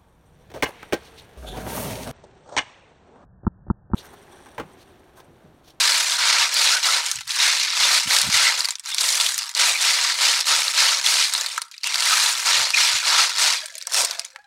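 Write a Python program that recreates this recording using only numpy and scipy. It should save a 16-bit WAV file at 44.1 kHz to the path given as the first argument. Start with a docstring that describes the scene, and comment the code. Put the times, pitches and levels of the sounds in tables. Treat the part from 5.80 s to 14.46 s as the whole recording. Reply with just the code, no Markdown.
"""Wet snail shells churned by hand

A quiet yard, one microphone close to a heap of shells on concrete. Two hands rub through it, stroke
after stroke: thousands of contacts merge into a clatter, the odd shell scrapes and rings, single ones
click, and a few soft low bumps pass. Late on, roosters crow far off, and a last handful drops into
a metal pan full of shells, which thuds and rings faintly."""
import sys
import numpy as np
from scipy import signal
from scipy.fft import rfft, irfft, next_fast_len
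from scipy.io import wavfile
from scipy.ndimage import uniform_filter1d, minimum_filter1d, map_coordinates

SR = 44100
rng = np.random.default_rng(int(sys.argv[2]) if len(sys.argv) > 2 else 0)


def wav_out(sig):
    """Save sig, one row per channel (or a flat mono array), as 16-bit PCM at SR to the path in sys.argv[1]."""
    wavfile.write(sys.argv[1], SR, np.round(np.clip(np.atleast_2d(sig).T, -1, 1) * 32767).astype(np.int16))


N = 381906

# spectra of the yard's still air and faint rumble: (frequency [Hz], level [dB])
AIR_SPECTRUM = [(20, -12), (60, -8), (300, -3), (700, -11), (1600, 10.5), (5000, -10), (15000, -15)]
RUMBLE_SPECTRUM = [(20, -10), (50, -6), (110, -4), (200, -12), (400, -21), (1000, -60)]
# hand strokes, close up: (start [s], rise [s], push length [s], clatter level [dB], sag [dB/s],
# hollow knock [dB re clatter], sharp edge [dB re clatter], floor grinding [dB re knock],
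# cavity under the palms [Hz], cavity boost [dB]); a negative sag grows
HAND_STROKES = [(-0.068, 0.071, 0.41, -17.5, 17, -11, -6.5, 1, 1600, 4),
                (0.333, 0.1, 0.3, -18.0, 1, -9, -12, -2.5, 1440, 1.8),
                (0.692, 0.095, 0.24, -17.5, 4.5, -12, -8.5, 3, 1480, 2.7),
                (1.012, 0.046, 0.17, -17.5, 28.5, -9, -9, 1.5, 1420, 3.4),
                (1.215, 0.055, 0.19, -26, 79, -12.5, -6, -5.5, 3000, 3.4),
                (1.464, 0.037, 0.112, -26, -11, -14, -8, -12.0, 1680, 4.5),
                (1.553, 0.073, 0.43, -15.5, 34.5, -12.5, -11, -1.5, 2170, 1.5),
                (1.915, 0.11, 0.262, -17.0, 5.5, -11.5, -8, -0.9, 1250.0, 3.8),
                (2.256, 0.077, 0.32, -16.5, 58, -11.5, -7, 2, 1310.0, 1.3),
                (2.486, 0.062, 0.19, -17, -4.5, -11, -10, -1.1, 2080, 3.9),
                (2.719, 0.07, 0.19, -25.5, 80, -10.5, -6.5, 4, 1360, 1.2),
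                (3.025, 0.067, 0.17, -30, 52, -9.5, -5, -4.5, 3720, 2.6),
                (3.158, 0.061, 0.33, -21.5, 10, -12, -2.5, 1.5, 3420.0, 3.2),
                (3.552, 0.061, 0.177, -30.2, 81, -8, -6, -10, 5010.0, 1.4),
                (3.743, 0.06, 0.221, -16.5, 43.5, -12.5, -7, 3.8, 2500.0, 0.73),
                (3.962, 0.061, 0.35, -19, 4, -12.5, -10, 0.8, 1980, 3.0),
                (4.365, 0.074, 0.22, -15, 37.5, -12, -9.5, 0.5, 1230, 1.6),
                (4.644, 0.056, 0.31, -16.5, 48, -9.5, -6, 2, 1290, 3.5),
                (4.934, 0.069, 0.26, -15.0, 42, -10.5, -9, 0, 6900, 2.3),
                (5.225, 0.042, 0.2, -17.5, 4, -14.5, -8, 2, 1220.0, 1.5),
                (5.471, 0.11, 0.29, -25.5, 47, -8.5, -5.6, 1.5, 3660.0, 2.4),
                (5.9, 0.02, 0.097, -46.5, 8, -39, -9, -15, 3500, 3.3),
                (6.02, 0.042, 0.203, -27, 18, -9.5, -8.3, -2, 1160, 2.0),
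                (6.107, 0.17, 0.38, -18.5, 1, -9.5, -6.2, -4, 1300, 1.5),
                (6.546, 0.029, 0.16, -29, -1, -8.5, -4.2, 0, 1120.0, 3.2),
                (6.635, 0.037, 0.22, -16.5, 23, -11, -10, 1.6, 6900, 1.1),
                (6.925, 0.064, 0.25, -15.5, 25, -13.5, -10.5, -1.5, 2390.0, 1.1),
                (7.207, 0.088, 0.2, -17.5, -14, -8.1, -9, -2.5, 1350, 2.1),
                (7.539, 0.083, 0.18, -15.5, 33, -11, -8.5, 1, 6300, 1.6),
                (7.795, 0.074, 0.26, -42, 12, -24, -10.5, -8.5, 1680, 11),
                (8.087, 0.11, 0.12, -18.5, 104, -9.5, -2, 7.5, 5470.0, 5.3),
                (8.236, 0.067, 0.26, -32, 86, -9, -7.5, 12, 1650, 2.4)]
# broad colour of the heap: (frequency [Hz], level [dB])
HEAP_SPECTRUM = [(80, -62.5), (170, -47), (250, -34.5), (330, -26.5), (430, -20.5), (540, -12), (760, -9),
                 (950, -9), (1400, -6), (2200, -2), (3000, -4), (4200, 2), (9000, -5), (15500, -23.5)]
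# air resonating in the empty shells: (centre [Hz], width [Hz], strength [dB])
SHELL_HOLLOWS = [(950, 110, 6), (1347, 15, 9.5)]
# echo off the yard walls: (frequency [Hz], t60 [s])
YARD_DECAY = [(300, 0.16), (1500, 0.51), (4000, 0.09), (12000, 0.021)]
# the loudest scrapes: (middle [s], cavity pitch [Hz], level [dB], half length [s])
LOUD_SCRAPES = [(0.149, 2370, -26, 0.012), (0.572, 2320, -26, 0.022), (.936, 1410, -26, .021),
                (.972, 1520, -24, 0.013), (1.091, 1353, -29, .017), (1.665, 1560, -26, 0.018),
                (2.04, 3600, -19.5, 0.013), (2.673, 2060, -22, 0.034), (3.131, 3550, -28.5, 0.023),
                (3.464, 3240, -25, 0.0072), (3.89, 2580, -19.5, .007), (3.958, 2330, -23, 0.018),
                (4.73, 1370, -25, 0.02), (5.086, 3140, -21.5, .012), (6.27, 1960, -23, 0.0071),
                (6.071, 2750, -27.5, 0.026), (6.325, 1310, -23.5, 0.02), (6.945, 2450, -13, 0.0051),
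                (6.979, 2170, -14.5, 0.0047), (7.389, 1330, -22, .02)]
# single hard contacts: (time [s], level [dB], ring [Hz], hollow knock [dB], sharp edge [dB])
SHELL_CLICKS = [(0.3208, -6, 4400, -12.5, -18), (0.484, -4, 3850.0, -10, -6),
                (0.7421, -6.5, 4890.0, -17, 7), (1.1425, -7.0, 4100.0, -7.5, -4),
                (1.2627, -9, 6830.0, -6, 8), (1.3144, -4, 6200, -17, -2), (1.3579, -14.0, 7800, -17, 4),
                (1.4084, -16.5, 3920.0, 3.5, -5), (1.4775, -17.5, 4580.0, -3, 7),
                (1.5068, -10.5, 3950, -19, -15.5), (1.5624, -10.5, 4110.0, -15, -2.5),
                (1.602, -7.0, 3820.0, -19, -7), (1.8338, -11.0, 4330.0, -17, 4),
                (2.3085, -10, 2160, -11.5, -4.5), (2.3642, 0, 3670.0, -15, -4), (2.386, -4, 4070, -19, -2),
                (2.4148, -1, 4010.0, -17, 3), (2.794, -10, 6780.0, -9, 3), (2.8062, -4, 4670, -20, 0),
                (2.846, -9.5, 5000, -25, -6), (2.8543, -10, 4460, -20, 5), (2.887, -8.5, 4120, -6, -5),
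                (2.907, -3, 7340.0, -20, -6), (2.955, -12.5, 5850, -22, -14),
                (2.9964, -15.5, 7840, -20, -2), (3.0596, -16.5, 5920, -6, -3),
                (3.0916, -15.0, 3520.0, -13, 2), (3.1034, -14.5, 4070.0, -23, -11),
                (3.146, -5.5, 4730, -3, 6), (3.183, -3, 4430, -18, -11), (3.2086, 0, 4730.0, -22, -4),
                (3.2888, 3, 4970, -17.5, -6), (3.4002, 2, 3620, -11, -7.5),
                (3.4109, -2.5, 3630.0, -11.5, -7.5), (3.464, -3, 3220.0, -19, -9),
                (3.544, -7, 6760, -14.5, 3), (3.5798, -9, 4740.0, -3, 8), (3.589, -6, 5000, -26, 1.5),
                (3.6308, -15, 4930.0, -16, -7), (3.693, -14.5, 3880, -5, 5), (3.7501, -8, 4500, -20, -5),
                (4.015, -6.0, 4770.0, -13, -1), (4.6045, -10.5, 5100, -19, -2),
                (4.61, -5.5, 5320, -26.5, -12), (4.669, -8, 3880.0, -15, -4),
                (4.8812, -7.5, 3770.0, -8, -21), (5.262, 0, 3570, -13, -1), (5.537, -1.5, 9070, -15, -4.5),
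                (5.5504, -4, 3680.0, -7.5, -31), (5.611, -6.5, 4960, -19, -4),
                (5.6622, -9.5, 4300, -30, -7), (5.7783, -8, 1670, 0.5, 1), (5.818, -11, 4330, -13, -1),
                (5.9137, -28.5, 4520.0, -25.5, -8.5), (5.9416, -28.5, 2200, -32, -24),
                (5.98, -23, 4640.0, -36, -7), (6.034, -11, 4520.0, -27, -9),
                (6.0416, -10.5, 4450, -20, -14), (6.072, -11, 2810, -9.5, -4),
                (6.1436, -1.5, 3980.0, -12, -4), (6.1568, -3.5, 4550, -4, -8),
                (6.2056, -6, 4480, -10.5, -6), (6.6, -12, 4960.0, -19, -10), (6.9048, -7, 5070.0, -2, -7),
                (6.9439, -5.0, 2400, -20.5, -14), (7.583, -7.5, 4400, -13, -11),
                (7.8588, -15.5, 9250, -12, 8), (7.9537, -17, 6900, -20, -4.5), (7.981, -18, 9300, -22, 3),
                (8.0133, -20.0, 4790.0, -17, -9), (8.0247, -18, 5500, -27, -4), (8.0706, -11.5, 5670, 3, 1),
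                (8.1363, -10, 5210.0, -9, 14), (8.1442, -4, 5530, -14, -2), (8.2483, 0, 4700, -16, 3),
                (8.3105, -9, 4890.0, -13, -9), (8.395, -3, 5070.0, -25, -1),
                (8.4496, -15.5, 6230.0, -14, -6), (8.5606, -22, 2390.0, -2, -10)]
# soft low bumps: (middle [s], level [dB], pitch [Hz], half length [s])
LOW_BUMPS = [(.42, -64, 148, 0.14), (1.38, -50.5, 93, .026), (1.47, -60, 85, 0.045),
             (2.062, -55, 123, 0.076), (2.272, -38, 157, 0.015), (2.458, -41, 119, 0.031),
             (2.486, -29.5, 146, 0.011), (2.546, -45, 95, 0.029), (3.543, -70, 100, 0.094),
             (6.799, -48, 108.5, .022), (7.152, -50.5, 101, 0.024)]
# notes of the distant roosters: (start [s], length [s], pitch [Hz], level [dB])
CROW_NOTES = [(5.42, 0.44, 538, -62), (7.72, 0.88, 559, -61), (7.812, 0.048, 624, -44.5),
              (7.91, 0.1, 662, -56), (8.069, .37, 700, -49.5), (8.54, 0.19, 830, -53.5)]
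# a rooster's throat: (frequency [Hz], gain [dB])
THROAT_RESPONSE = [(500, 1.5), (800, 3), (1150, -31), (1650, 3), (2100, -6), (2600, -15), (4000, -34)]
# the handful lands in the pan: (time [s], level [dB])
PAN_LANDINGS = [(8.071, -60), (8.168, -57), (8.203, -40), (8.234, -42)]
# modes of the metal pan: (frequency [Hz], level [dB], t60 [s])
PAN_MODES = [(692, -2, 1), (990, -5, .3), (990, 1.5, 0.28), (1600, -18, .45), (1655, -23, .7),
             (2130, -13, .5)]
# thud as the pan's load of shells shifts: (frequency [Hz], level [dB])
THUD_SPECTRUM = [(60, -60), (200, -32), (380, -11), (560, 0), (700, 3), (850, -8), (1050, 6), (1400, -13),
                 (3000, -40)]


def amp(db):
    """Decibels to amplitude."""
    return 10 ** (np.asarray(db) / 20)


def rms(x):
    """Root mean square, never quite zero."""
    return np.sqrt(np.mean(x ** 2) + 1e-20)


def unit(x):
    """x scaled to rms 1."""
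    return x / rms(x)


def along(points, hz):
    """(frequency, value) points read on a log axis."""
    frequencies, values = np.transpose(points)
    return np.interp(np.log(hz + 1), np.log(frequencies), values)


def fade(t, t60):
    """Exponential decay, 60 dB down at t60."""
    return np.exp(-np.log(1000) * t / t60)


def swell(middle, half_length):
    """Sample times around a moment, and a bell-shaped envelope over them."""
    reach = round(3 * half_length * SR)
    t = np.arange(-reach, reach) / SR
    return middle + t, np.exp(-(t / half_length) ** 2)


def wobble(rate):
    """A smooth random curve, rate knots a second."""
    knots = rng.standard_normal(int(N * rate / SR) + 4)
    return unit(map_coordinates(knots, [np.arange(N) * rate / SR]))


def lowpass(hz, corner_hz, order):
    """Gain that falls to a half at the corner."""
    return 1 / (1 + (hz / corner_hz) ** order)


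def resonance(hz, centre_hz, half_width_hz):
    """Gain of a peak of height 1."""
    return lowpass(hz - centre_hz, half_width_hz, 2)


def filtered(x, response):
    """x times a response of frequency."""
    size = next_fast_len(len(x) + 4096)
    return irfft(rfft(x, size) * response(np.fft.rfftfreq(size, 1 / SR)), size)[:len(x)]


def coloured(x, gain, size=2048):
    """x through the causal filter that has the given gain of frequency."""
    cepstrum = irfft(np.log(np.maximum(gain(np.fft.rfftfreq(size, 1 / SR)), 1e-6)))
    cepstrum[1:size // 2] *= 2
    cepstrum[size // 2 + 1:] = 0
    return signal.oaconvolve(x, irfft(np.exp(rfft(cepstrum))))[:len(x)]


def add(track, start, sound):
    """Mix a sound into the track, start seconds in."""
    part = track[max(round(start * SR), 0):][:len(sound)]
    part += sound[:len(part)]


def yard_air(air_db=-75, rumble_db=-82, waver_db=5.5):
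    """Still air around the microphone, and a faint low rumble that comes and goes."""
    air = unit(filtered(rng.standard_normal(N), lambda hz: amp(along(AIR_SPECTRUM, hz))))
    rumble = unit(filtered(rng.standard_normal(N), lambda hz: amp(along(RUMBLE_SPECTRUM, hz))))
    return amp(air_db) * air + amp(rumble_db + waver_db * wobble(6.5)) * rumble


def hand_effort(settle_db_per_s=119.5, trickle_db=-62.5):
    """Level curves of the heap: each stroke swells, sags or grows as the hands push, then settles."""
    def shares(knock_db, edge_db, deep_db):
        return amp([[0], [knock_db], [edge_db], [knock_db + deep_db]])

    t = np.arange(N) / SR
    # stray shells keep slipping between strokes, too light to grind on the floor
    trickle = amp(trickle_db) * shares(knock_db=-10.5, edge_db=-9, deep_db=-15)
    power = trickle ** 2 * np.ones(N)
    for start, rise, length, db, sag, knock_db, edge_db, deep_db, *_ in HAND_STROKES:
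        during = slice(*np.searchsorted(t, [start, start + 1]))
        age = t[during] - start
        drop_db = sag * np.maximum(age - rise, 0) + settle_db_per_s * np.maximum(age - length, 0)
        envelope = np.minimum(age / rise, 1) * amp(db - drop_db)
        power[:, during] += (shares(knock_db, edge_db, deep_db) * envelope) ** 2
    clatter_db, knock_db, edge_db, deep_db = 10 * np.log10(power)
    return clatter_db, knock_db - clatter_db, edge_db - clatter_db, deep_db - knock_db


def shell_contact(ring_db, cycles, scatter_db, scatter_t60, count=5, size=1400):
    """One contact: a crack, a few wall modes of that shell, and scatter among its neighbours."""
    t = np.arange(size) / SR
    crack = unit(rng.standard_normal(size) * fade(t, .002))
    hz = np.exp(rng.uniform(np.log(1100), np.log(13000), (count, 1)))
    spread = np.exp(.4 * rng.standard_normal((count, 1)))
    t60 = np.minimum(cycles / np.sqrt(hz * 4000) * spread, .045)
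    strength = np.sqrt(hz / t60) * rng.standard_normal((count, 1))
    modes = strength * np.sin(2 * np.pi * hz * t) * fade(t, t60)
    scatter = unit(rng.standard_normal(size) * fade(t, scatter_t60))
    sound = crack + amp(ring_db) * unit(modes.sum(0)) + amp(scatter_db) * scatter
    return sound / np.linalg.norm(sound)


def heap_gain(hz):
    """Broad colour of the heap, with the narrow peaks of the air in the empty shells."""
    hollows = sum(amp(db) * resonance(hz, centre, width / 2) for centre, width, db in SHELL_HOLLOWS)
    return amp(along(HEAP_SPECTRUM, hz)) * (1 + 0.91 * hollows)


def registers(hz, knock_hz=1700, edge_hz=6500):
    """Gains that split a sound into hollow knock, clatter and sharp edge; they sum to 1."""
    knock = lowpass(hz, knock_hz, 6)
    edge = 1 - lowpass(hz, edge_hz, 6)
    return np.array([knock, np.maximum(1 - knock - edge, 0), edge])


def palm_cavities(contacts, width_share=0.055):
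    """The shells under the palms lend each stroke a resonance of their own."""
    track = contacts.copy()
    for start, rise, length, *_, cavity_hz, boost_db in HAND_STROKES:
        onset = max(start, 0)
        part = contacts[round(onset * SR):round((start + length + rise) * SR)]
        peak = lambda hz: (amp(boost_db) - 1) * resonance(hz, cavity_hz, width_share * cavity_hz)
        add(track, onset, filtered(part * signal.windows.tukey(len(part), .25), peak))
    return track


def churn(level_db, knock_db, edge_db, deep_db, size_spread_db=3.5, rub_db=-9, count=300):
    """Close up, shells slip in little avalanches; a harder stroke makes more and louder contacts."""
    shells = [shell_contact(ring_db=1, cycles=147, scatter_db=0.5, scatter_t60=0.061)
              for _ in range(count)]
    clumping = np.exp(.25 * wobble(70))
    hits_per_s = 2200 * amp(.8 * (level_db - level_db.max())) * clumping
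    hits = np.flatnonzero(rng.random(N) < hits_per_s / SR)
    sizes = amp(size_spread_db * np.clip(rng.standard_normal(N), -2.2, 2.2))
    which = rng.integers(count, size=N)
    contacts = np.zeros(N)
    for hit in hits:
        add(contacts, hit / SR, sizes[hit] * shells[which[hit]])
    # between the knocks, rough wet surfaces slide in countless tiny slips
    rub = unit(rng.standard_normal(N) ** 3 * np.sqrt(hits_per_s))
    contacts = palm_cavities(coloured(unit(contacts) + amp(rub_db) * rub, heap_gain))
    # the work of the hands is shared among the contacts of each moment
    power = np.abs(uniform_filter1d(uniform_filter1d(contacts ** 2, size=1200), size=800))
    contacts /= np.sqrt(power + 0.00082 * power.mean())
    knock, clatter, edge = [unit(filtered(contacts, lambda hz: registers(hz)[k])) for k in range(3)]
    # only shells pressed against the floor give the deepest part of the knock
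    pressure = amp(deep_db + 0.69 * np.minimum(level_db + knock_db + 35.5, 0))
    knock -= (1 - pressure) * filtered(knock, lambda hz: lowpass(hz, 780, 8))
    # large and small shells take turns under the fingers: each band wanders by about 1 dB
    knock, clatter, edge = [band * amp(wobble(25)) for band in (knock, clatter, edge)]
    return amp(level_db - 1.7) * (amp(knock_db) * knock + clatter + amp(edge_db) * edge)


def yard_echo(dry, block=8192):
    """The walls answer, the treble dying first; the answer changes as the shells move about."""
    track = np.zeros(N)
    for start in range(0, N, block):
        hz, t, noise = signal.stft(rng.standard_normal(SR // 3), SR, nperseg=256)
        _, tail = signal.istft(noise * fade(t, along(YARD_DECAY, hz)[:, None]), SR, nperseg=256)
        add(track, start / SR, signal.fftconvolve(dry[start:start + block], tail / np.linalg.norm(tail)))
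    return track


def scrapes(level_db, low_hz=1210, high_hz=4800, width_share=0.064, lesser_count=26):
    """Stick-slip friction makes one shell's cavity sing; lesser scrapes follow the clatter's level."""
    track = np.zeros(N)
    lesser = [(when * N / SR, low_hz * (high_hz / low_hz) ** pitch, level_db[int(when * N)] - 18.5, .015)
              for when, pitch in rng.random((lesser_count, 2))]
    for middle, ring_hz, db, half_length in LOUD_SCRAPES + lesser:
        t, bell = swell(middle, half_length)
        slips = rng.standard_normal(len(t)) ** 3 * bell
        sound = filtered(slips, lambda hz: resonance(hz, ring_hz, width_share * ring_hz))
        add(track, t[0], amp(db) * unit(sound) * rms(bell))
    return track


def clicks(gain_db=1, knock_ref_db=-11, edge_ref_db=-8):
    """Single shells snap free or fall near the microphone, each with its own ring."""
    track = np.zeros(N)
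    light = lambda hz: 1 - lowpass(hz, 750, 4)  # a loose shell is too light to give much bass
    for start, db, ring_hz, knock_db, edge_db in SHELL_CLICKS:
        tint = amp([knock_db - knock_ref_db, 0, edge_db - edge_ref_db])
        ring = lambda hz: 1 + 2.24 * resonance(hz, ring_hz, half_width_hz=400)
        contact = shell_contact(ring_db=-4, cycles=43, scatter_db=-1, scatter_t60=0.032)
        sound = coloured(contact, lambda hz: heap_gain(hz) * ring(hz) * light(hz) * (tint @ registers(hz)))
        add(track, start, amp(db + gain_db) * sound / np.abs(sound).max())
    return track


def bumps(width=1.15):
    """Dull low pushes of a few cycles, without any ring."""
    track = np.zeros(N)
    for middle, db, pitch_hz, half_length in LOW_BUMPS:
        t, bell = swell(middle, half_length)
        band = lambda hz: lowpass(hz / pitch_hz - pitch_hz / (hz + 1), width, 4)
        push = filtered(rng.standard_normal(len(t)), band)
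        add(track, t[0], amp(db) * unit(push * bell) * rms(bell))
    return track


def roosters(waver=0.0223, flutter_db=5, sag_per_s=0.062, ramp_s=0.016):
    """Hoarse crows far off: six harmonics through the throat, each note sinking slightly in pitch."""
    track = np.zeros(N)
    hoarse = 1 + waver * wobble(150)
    flutter = amp(flutter_db * wobble(80))
    for start, length, pitch_hz, db in CROW_NOTES:
        t = np.arange(round(length * SR)) / SR
        during = (round(start * SR) + np.arange(len(t))) % N
        pitch = pitch_hz * (1 - sag_per_s * t) * hoarse[during]
        phase = 2 * np.pi * np.cumsum(pitch) / SR
        tone = sum(amp(along(THROAT_RESPONSE, k * pitch)) * np.sin(k * phase) for k in range(1, 7))
        envelope = np.minimum(np.minimum(t, length - t) / ramp_s, 1)
        add(track, start, amp(db) * envelope * unit(tone * flutter[during]))
    return track


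def pan(ring_db=-1, thud_db=16, thud_t60=.07):
    """The loaded metal pan thuds hollowly and rings faintly under the falling handful."""
    track = np.zeros(N)
    t = np.arange(SR) / SR
    dying = fade(t, thud_t60)
    for start, db in PAN_LANDINGS:
        ring = sum(amp(level + rng.normal(0, 2)) * np.sin(2 * np.pi * hz * t) * fade(t, t60)
                   for hz, level, t60 in PAN_MODES)
        burst = rng.standard_normal(len(t)) * dying
        thud = unit(coloured(burst, lambda hz: amp(along(THUD_SPECTRUM, hz)))) * rms(dying)
        add(track, start, amp(db) * (amp(ring_db) * ring + amp(thud_db) * thud))
    return track


def scene():
    """One microphone in the yard: shells up close, a weak echo behind them, roosters in the distance."""
    level_db, knock_db, edge_db, deep_db = hand_effort()
    shells = churn(level_db, knock_db, edge_db, deep_db) + clicks() + scrapes(level_db)
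    echo = amp(-24) * yard_echo(shells)
    return (shells + echo + bumps() + pan() + roosters() + yard_air())[None]


def record(dry):
    """The recorder's fast limiter holds the peaks; nothing is kept above its band limit."""
    ceiling, top_hz = .58, 15800
    needed = np.minimum(1, ceiling / (np.abs(dry[0]) + 1e-9))
    gain = uniform_filter1d(minimum_filter1d(needed, size=31), size=31)
    return filtered(dry[0] * gain, lambda hz: hz < top_hz)[None]


dry = scene()
out = record(dry)
wav_out(out)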